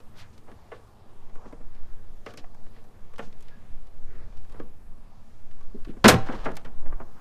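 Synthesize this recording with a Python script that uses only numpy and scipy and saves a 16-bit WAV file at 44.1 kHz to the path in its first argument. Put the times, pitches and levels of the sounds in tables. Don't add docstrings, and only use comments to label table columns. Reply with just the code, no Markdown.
import sys
import numpy as np
from scipy import signal
from scipy.io import wavfile

SR = 44100
rng = np.random.default_rng(int(sys.argv[2]) if len(sys.argv) > 2 else 0)


def unload_wav(signal):
    wavfile.write(
        sys.argv[1],
        SR,
        np.round(np.clip(np.atleast_2d(signal).T, -1, 1) * 32767).astype(np.int16),
    )


def invert_db(level):
    return 10 ** (np.asarray(level, dtype=float) / 20)


N = 317851

# pitch in Hz, level in dB, time to fade by 60 dB in s.
COVER_MODES = [(82.6, -12.5, 0.21), (119.6, -6, 0.2), (177, 0, 0.077), (197.4, -3, 0.061),
               (237.7, -2.5, 0.27), (284, -9.5, 0.026), (400, -10, 0.13), (474, -13.5, 0.05),
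               (661, -8.5, 0.28), (774, -12.5, 0.3), (938, -14, 0.056), (1067, -9.5, 0.023),
               (1696, -11, 0.032), (1885, -10, 0.11)]


def rms_one(x):
    return x / np.sqrt(np.mean(x ** 2) + 1e-20)


def band(x, low_hz, high_hz, order=2):
    high_hz = min(high_hz, 0.45 * SR)
    return signal.sosfilt(signal.butter(order, [low_hz, high_hz], "band", fs=SR, output="sos"), x)


def drift(rate_hz):
    r = np.exp(-2 * np.pi * rate_hz * 40 / SR)
    slow = signal.lfilter([1], [1, -2 * r, r * r], rng.standard_normal(N // 40 + 2002))
    slow = slow[2000:]
    return np.interp(np.arange(N) / 40, np.arange(len(slow)), rms_one(slow))


def ring(force, hz, t60):
    r = invert_db(-60 / (max(t60, 0.005) * SR))
    w = 2 * np.pi * hz / SR
    gain = 2 * np.sqrt(1 - r) * np.sin(w)
    return signal.lfilter([0, gain], [1, -2 * r * np.cos(w), r * r], force + 1e-18)


def grit(size, per_s, spread_db):
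    strength_db = spread_db * np.minimum(rng.exponential(1, size), 4)
    impacts = invert_db(strength_db) * rng.choice([-1, 1], size)
    return rms_one(impacts * (rng.random(size) < per_s / SR))


def add(out, s, sound):
    at = round(s * SR)
    out[at:at + len(sound)] += sound[:N - at]


def street():
    # pitch in Hz, noise level in dB per Hz.
    spectrum = np.array([(24, -31), (40, -7), (114, 0), (143, -12), (213, -8), (241, -18), (317, -12.5),
                         (359, -16.5), (427, -12), (472, -18.5), (758, -17.5), (2110, -31.5), (12300, -43),
                         (15500, -51)])
    # time in seconds, loudness in dB.
    loudness = [(0.0, -60), (0.79, -61.5), (5.27, -62), (5.7, -60)]
    # pitch in Hz, width in Hz, level in dB.
    hums = [(115, 4, -80.5), (222.6, 4.5, -68.5), (749, 26, -80.5)]
    edges = 40 * 2 ** np.arange(0, 9, 0.5)
    white = rng.standard_normal((2, N))
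    together = drift(1.0)
    out = np.zeros(N)
    for k, (low, high) in enumerate(zip(edges, edges[1:])):
        level_db = np.interp(np.log(low * high) / 2, np.log(spectrum[:, 0]), spectrum[:, 1])
        flicker_db = 0.44 * together + 1.6 * drift(2.7)
        out += invert_db(level_db + flicker_db) * band(white[k % 2], low, high)
    loudness_db = np.interp(np.arange(N) / SR, *np.transpose(loudness))
    out = out / np.std(band(out, 270, 1700)) * invert_db(loudness_db + 0.09)
    for hz, width, db in hums:
        hum = band(rng.standard_normal(N), hz - width / 2, hz + width / 2, order=1)
        out += invert_db(db + 1.1 * drift(0.95)) * rms_one(hum)
    return out


def breeze():
    # time in seconds, push in dB.
    gusts = [(0.0, -37.5), (0.86, -44.5), (1.42, -29), (2.15, -25), (2.35, -45.5), (2.45, -31.5),
             (3.65, -32.5), (3.73, -17), (3.93, -34.5), (4.03, -19.5), (5.2, -32), (5.3, -32.5),
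             (5.86, -23), (6.0, -32.5), (6.42, -15), (6.5, -28), (6.95, -16), (7.21, -42)]
    push_db = np.interp(np.arange(N) / SR, *np.transpose(gusts))
    push = band(drift(8.9), 2.4, 9.7, order=1)
    flutter = band(rng.standard_normal(N), 7.7, 49) * invert_db(2.8 * drift(5.4))
    flutter_db = -55.5 + 0.85 * (push_db - push_db.mean())
    return invert_db(push_db) * rms_one(push) + invert_db(flutter_db) * rms_one(flutter)


def walls(x):
    level_db, t60_s, gap_s = -42.5, 0.36, 0.014
    t = np.arange(int(SR * 0.6)) / SR
    decay = (1 - np.exp(-(t / gap_s) ** 2)) * invert_db(level_db - 60 * t / t60_s)
    echo = signal.fftconvolve(x, decay * rng.standard_normal(len(t)))[:N]
    return band(band(echo, 140, 2100, order=1), 100, 9000, order=1)


def thumps():
    # start in seconds, peak in dB, fade time of the push in s.
    palms = [
        (5.743, -32, 0.079),
        (5.872, -36, 0.07),
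        (5.893, -30, 0.082),
        (5.969, -40.5, 0.035),
    ]
    # pitch in Hz, level in dB, time to fade by 60 dB in s.
    hollow = [(239, 5, 0.057), (308.3, -4.5, 0.032), (405, -1.5, .035)]
    out = np.zeros(N)
    t = np.arange(int(SR * 0.2)) / SR
    for s, peak_db, t60 in palms:
        push = band(rng.standard_normal(len(t)), 150, 400) * invert_db(-60 * t / max(t60, 0.01))
        sound = sum(invert_db(db) * ring(push, hz, ring_s) for hz, db, ring_s in hollow)
        add(out, s, invert_db(peak_db - 2.5) * sound)
    return out


def rubs():
    # middle in seconds, half length in s, level in dB, pitch in Hz.
    scuffs = [(0.202, 0.022, -52, 2880), (0.21, 0.044, -57, 1160), (0.193, 0.017, -65, 8500),
              (0.343, .0095, -66.5, 4050), (0.494, 0.019, -55.5, 700), (0.752, .023, -63.5, 2500),
              (1.485, .025, -70, 3930), (2.295, .027, -60.5, 3400), (2.393, 0.023, -52, 217),
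              (2.39, 0.011, -54, 3080), (2.77, 0.033, -66.5, 2010), (3.238, 0.035, -61.5, 4000),
              (3.451, 0.057, -70, 2620), (4.435, 0.15, -76, 2960), (4.564, 0.025, -54.5, 685),
              (4.62, 0.025, -46, 213), (5.897, 0.017, -58.5, 1890), (6.879, 0.039, -51, 328),
              (7.025, .072, -58.5, 510), (7.167, 0.046, -58.5, 109)]
    # middle in seconds, half length in s, level in dB, pitch in Hz.
    groans = [(1.248, 0.79, -66.5, 860), (1.453, .057, -54.5, 800), (1.617, .043, -63, 400),
              (1.852, 0.15, -70, 1390), (3.599, 0.21, -69.5, 1770), (6.117, 0.078, -39.5, 55),
              (3.262, 0.033, -50.5, 188), (4.16, .068, -60.5, 1520), (4.192, 0.066, -58, 400),
              (6.56, 0.13, -52, 131.5), (6.912, 0.15, -59.5, 908), (7.19, .039, -57.5, 980)]
    out = np.zeros(N)
    t = np.arange(N) / SR
    for rows, octaves in (scuffs, 1.5), (groans, 0.89):
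        for s, half, db, hz in rows:
            near = slice(max(round((s - 0.7) * SR), 0), round((s + 0.7) * SR))
            slide = band(grit(int(1.5 * SR), 12000, 2.5), hz / 2 ** (octaves / 2), hz * 2 ** (octaves / 2))
            swell = np.exp(-0.5 * ((t[near] - s) / half) ** 2)
            out[near] += invert_db(db) * swell * rms_one(slide)[:len(t[near])]
    return out


def rattle():
    # time in seconds, level in dB.
    shaking = [
        (6.12, -46),
        (6.206, -72),
        (6.268, -44),
        (6.364, -44.5),
        (6.464, -47),
        (6.62, -60),
    ]
    s, db = np.transpose(shaking)
    panel_db = np.interp(np.arange(N) / SR, s, db, -120, -120)
    shake = grit(N, 4000, 3.5) * invert_db(2.2 * drift(30))
    panel = rms_one(band(shake, 220, 1500))
    bright = rms_one(band(band(shake, 1900, 3100, order=1), 990, 6000))
    return invert_db(panel_db) * panel + invert_db(panel_db - 14.5) * bright


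def ticks():
    # start in seconds, peak in dB, middle pitch in Hz, fade time in s.
    tabs = [(0.3807, -53, 3700, 0.045), (1.3518, -55.5, 5580, 0.048), (2.5466, -53.5, 4300, 0.032),
            (2.842, -56, 3190, 0.04), (3.408, -49, 5280, 0.029), (3.4253, -47, 3610, 0.035),
            (3.8695, -58, 4100, 0.034), (4.37, -62, 3600, 0.022), (4.522, -51, 3200, 0.04),
            (5.6096, -56, 3260, 0.04), (5.63, -57, 3070, 0.04)]
    out = np.zeros(N)
    t = np.arange(int(SR * 0.1)) / SR
    for s, peak_db, hz, t60 in tabs:
        snap = rms_one(band(grit(len(t), 12000, 2.0), hz / 1.9, hz * 1.9, order=1))
        add(out, s - 0.001, invert_db(peak_db - 7.5 - 60 * t / max(t60, 0.01)) * snap)
    return out


def pings_and_taps():
    # start in seconds, pitch in Hz, level in dB, fade time in s.
    pings = [
        (3.512, 1650, -54, .25),
        (3.52, 1710, -56, .25),
        (3.512, 1400, -57, .1),
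    ]
    # start in seconds, pitch in Hz, level in dB, fade time in s.
    taps = [
        (2.44, 746, -38, 0.038),
        (2.546, 740, -48.5, 0.047),
        (2.842, 740, -50.5, 0.045),
        (6.568, 800, -41, .08),
        (6.925, 1150, -40, .07),
    ]
    out = np.zeros(N)
    t = np.arange(int(SR * 0.2)) / SR
    for rows, rise_s in (pings, 0.008), (taps, 0.002):
        for s, hz, db, t60 in rows:
            envelope = invert_db(db - 60 * t / t60) * (1 - np.exp(-t / rise_s))
            add(out, s, envelope * np.sin(2 * np.pi * hz * t))
    return out


def contacts(events, modes, gain_db, wide_db, top_db, fade_db, scatter_db, rise, uneven_db):
    out = np.zeros(N)
    t = np.arange(int(SR * 0.4)) / SR
    edges = 150 * 2 ** np.arange(0, 7.5, 0.75)
    shape_hz = np.log([280, 600, 1500, 3800, 9000, 16000])
    for s, mid_db, body_db, edge_db, click_db, t60 in events:
        force = grit(len(t), 12000, uneven_db)
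        force = force * (1 - np.exp(-t / max(rise, 3e-4))) * invert_db(-60 * t / max(t60, 0.01))
        luck_db = rng.normal(0, scatter_db, len(modes))
        shape_db = [body_db, 0, 0, edge_db, click_db, click_db + top_db]
        sound = np.zeros(len(t))
        for k, (low, high) in enumerate(zip(edges, edges[1:])):
            tilt_db = np.interp(np.log(low * high) / 2, shape_hz, shape_db)
            noise = band(force * invert_db(-fade_db * high * t), low, high)
            sound += (-1) ** k * invert_db(wide_db + tilt_db) * np.sqrt(SR / high) * noise
        for k, (hz, level_db, ring_s) in enumerate(modes):
            tone_db = level_db + np.interp(np.log(hz), shape_hz, shape_db) + luck_db[k]
            sound += (-1) ** k * invert_db(tone_db) * ring(force, hz, ring_s)
        add(out, s, invert_db(mid_db + gain_db) * sound)
    return out


def kind(rows, dull_db, t60=None):
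    return [(*row[:4], row[3] - dull_db, t60 or row[4]) for row in rows]


def handling():
    # start in seconds, peak in dB, weight in dB, hardness in dB, chatter fade time in s.
    knocks = [(0.478, -47.5, 1, -20, 0.17), (0.514, -47, 8, -5, 0.093), (0.716, -34.5, -11, -19, 0.18),
              (1.352, -47.5, -1, -19, 0.24), (1.455, -43.5, 6, -36, .13), (1.603, -52, 15.5, -20, 0.1),
              (2.261, -31, -9, -8, 0.2), (2.373, -44.5, -9, 14, .15), (2.44, -42, -33, -14, 0.045),
              (2.545, -45, -31, -21, 0.037), (2.762, -48.5, -10, -8, 0.1), (2.841, -50, -17, -24, 0.056),
              (3.19, -26.5, -3.5, -13, 0.1), (3.224, -44, -12, -6, 0.17), (4.542, -45, 4, -16, 0.085),
              (4.596, -36.5, 9, -11.5, 0.089), (5.607, -49, -22, -21, 0.11), (5.967, -48, -10.5, -17, .1)]
    # start in seconds, peak in dB, weight in dB, hardness in dB.
    creaks = [(0.001, -51.5, 13, 4), (0.377, -54.5, -11, 11), (1.295, -54, -8, 0), (1.748, -53.5, -1, 7.5),
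              (1.762, -57, -4, 3), (2.304, -50, -1, 10), (2.663, -51, -5, -3), (2.784, -55, -1, -5),
              (3.158, -59, -8, 19), (3.324, -56.5, -2, 13), (3.482, -47.5, -30, 8), (3.505, -55, -22, -2),
              (3.87, -58, -1, 9), (4.323, -52.5, -11, -6), (4.37, -59, -19, 16), (4.445, -55, -15, 4),
              (5.51, -52.5, -17, 5), (5.847, -42.5, -31, 7)]
    # start in seconds, peak in dB, weight in dB, hardness in dB.
    snaps = [(1.524, -42, 11.5, -12), (2.336, -42.5, 1, -1), (3.135, -47, -15, -5), (3.181, -36, -40, -5),
             (3.406, -57, -21, 0), (4.495, -51.5, -3, -2), (4.523, -52.5, 7, -1), (6.078, -39, -12, 30.5),
             (6.516, -54, -10, 6), (6.553, -51, 6, 7), (6.567, -35, -34, 5)]
    # pitch in Hz, level in dB, time to fade by 60 dB in s.
    trim = [(160, -9, 0.099), (241.4, -12.5, 0.068), (369, -6, 0.032), (462, 0, 0.12), (670, -14.5, 0.014),
            (715, -10, 0.13), (970, -17.5, 0.017), (1137, -7.5, 0.11), (1445, -4.5, 0.0073),
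            (1430, -11.5, 0.07), (1744, -12.5, 0.051)]
    touches = kind(knocks, 9) + kind(creaks, 20, t60=0.057) + kind(snaps, -1, t60=0.075)
    return contacts(touches, trim, gain_db=-9, wide_db=0.5, top_db=2.5, fade_db=0.2047,
                    scatter_db=4.0, rise=0.002, uneven_db=1.0)


def bumps():
    # start in seconds, peak in dB, weight in dB, hardness in dB, chatter fade time in s.
    knocks_back = [(6.285, -22.5, 0, -30, .12), (6.305, -29, -8, -30, 0.085), (6.326, -29, 4, -30, 0.18),
                   (6.446, -36.5, -11, 2.5, .1), (6.455, -18.5, -5, -20, .14), (6.48, -28, 1.5, -25, 0.14),
                   (6.51, -37, 10.5, -32, 0.11), (6.646, -35, -0.5, -5.5, 0.2),
                   (6.856, -36, 1.5, -29.5, 0.13), (6.922, -33.5, -3, -38, 0.071),
                   (6.999, -30.5, -2.5, -44, 0.12)]
    return contacts(kind(knocks_back, 9.5), COVER_MODES, gain_db=-15.5, wide_db=6.5, top_db=1, fade_db=0.13,
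                    scatter_db=3.5, rise=0.0039, uneven_db=3.5)


def cracks():
    # start in seconds, peak in dB, weight in dB, hardness in dB, drop of the top below it in dB.
    catches = [
        (6.041, -2.5, -1.5, -8.5, 15),
        (6.054, -1.5, 3, -9, 21),
        (6.081, -3.5, 2.5, 0.5, 4),
        (6.088, -6, 1.5, -2.5, 17),
        (6.104, -11.5, 1.5, -14.5, 6),
        (6.118, -18, 7.5, -7, 10),
        (6.137, -20.5, 14.5, -6.5, 13),
    ]
    tears = [(*row[:4], row[3] - row[4], 0.072) for row in catches]
    return contacts(tears, COVER_MODES, gain_db=-8.0, wide_db=0.5, top_db=-11.5, fade_db=-0.014,
                    scatter_db=3.0, rise=0.0024, uneven_db=4.0)


def scene():
    air = street() + breeze()
    cover = thumps() + rubs() + rattle() + ticks() + pings_and_taps() + handling() + bumps() + cracks()
    return (cover + walls(cover) + air)[None]


def band_limit(x):
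    return signal.sosfilt(signal.butter(12, 16440, fs=SR, output="sos"), x)


def record(dry):
    rounded = 0.97 * np.tanh(dry / 0.97)
    top_cut = signal.cheby2(10, 60, 16200, fs=SR, output="sos")
    return band_limit(signal.sosfilt(top_cut, rounded))


dry = scene()
out = record(dry)
unload_wav(out)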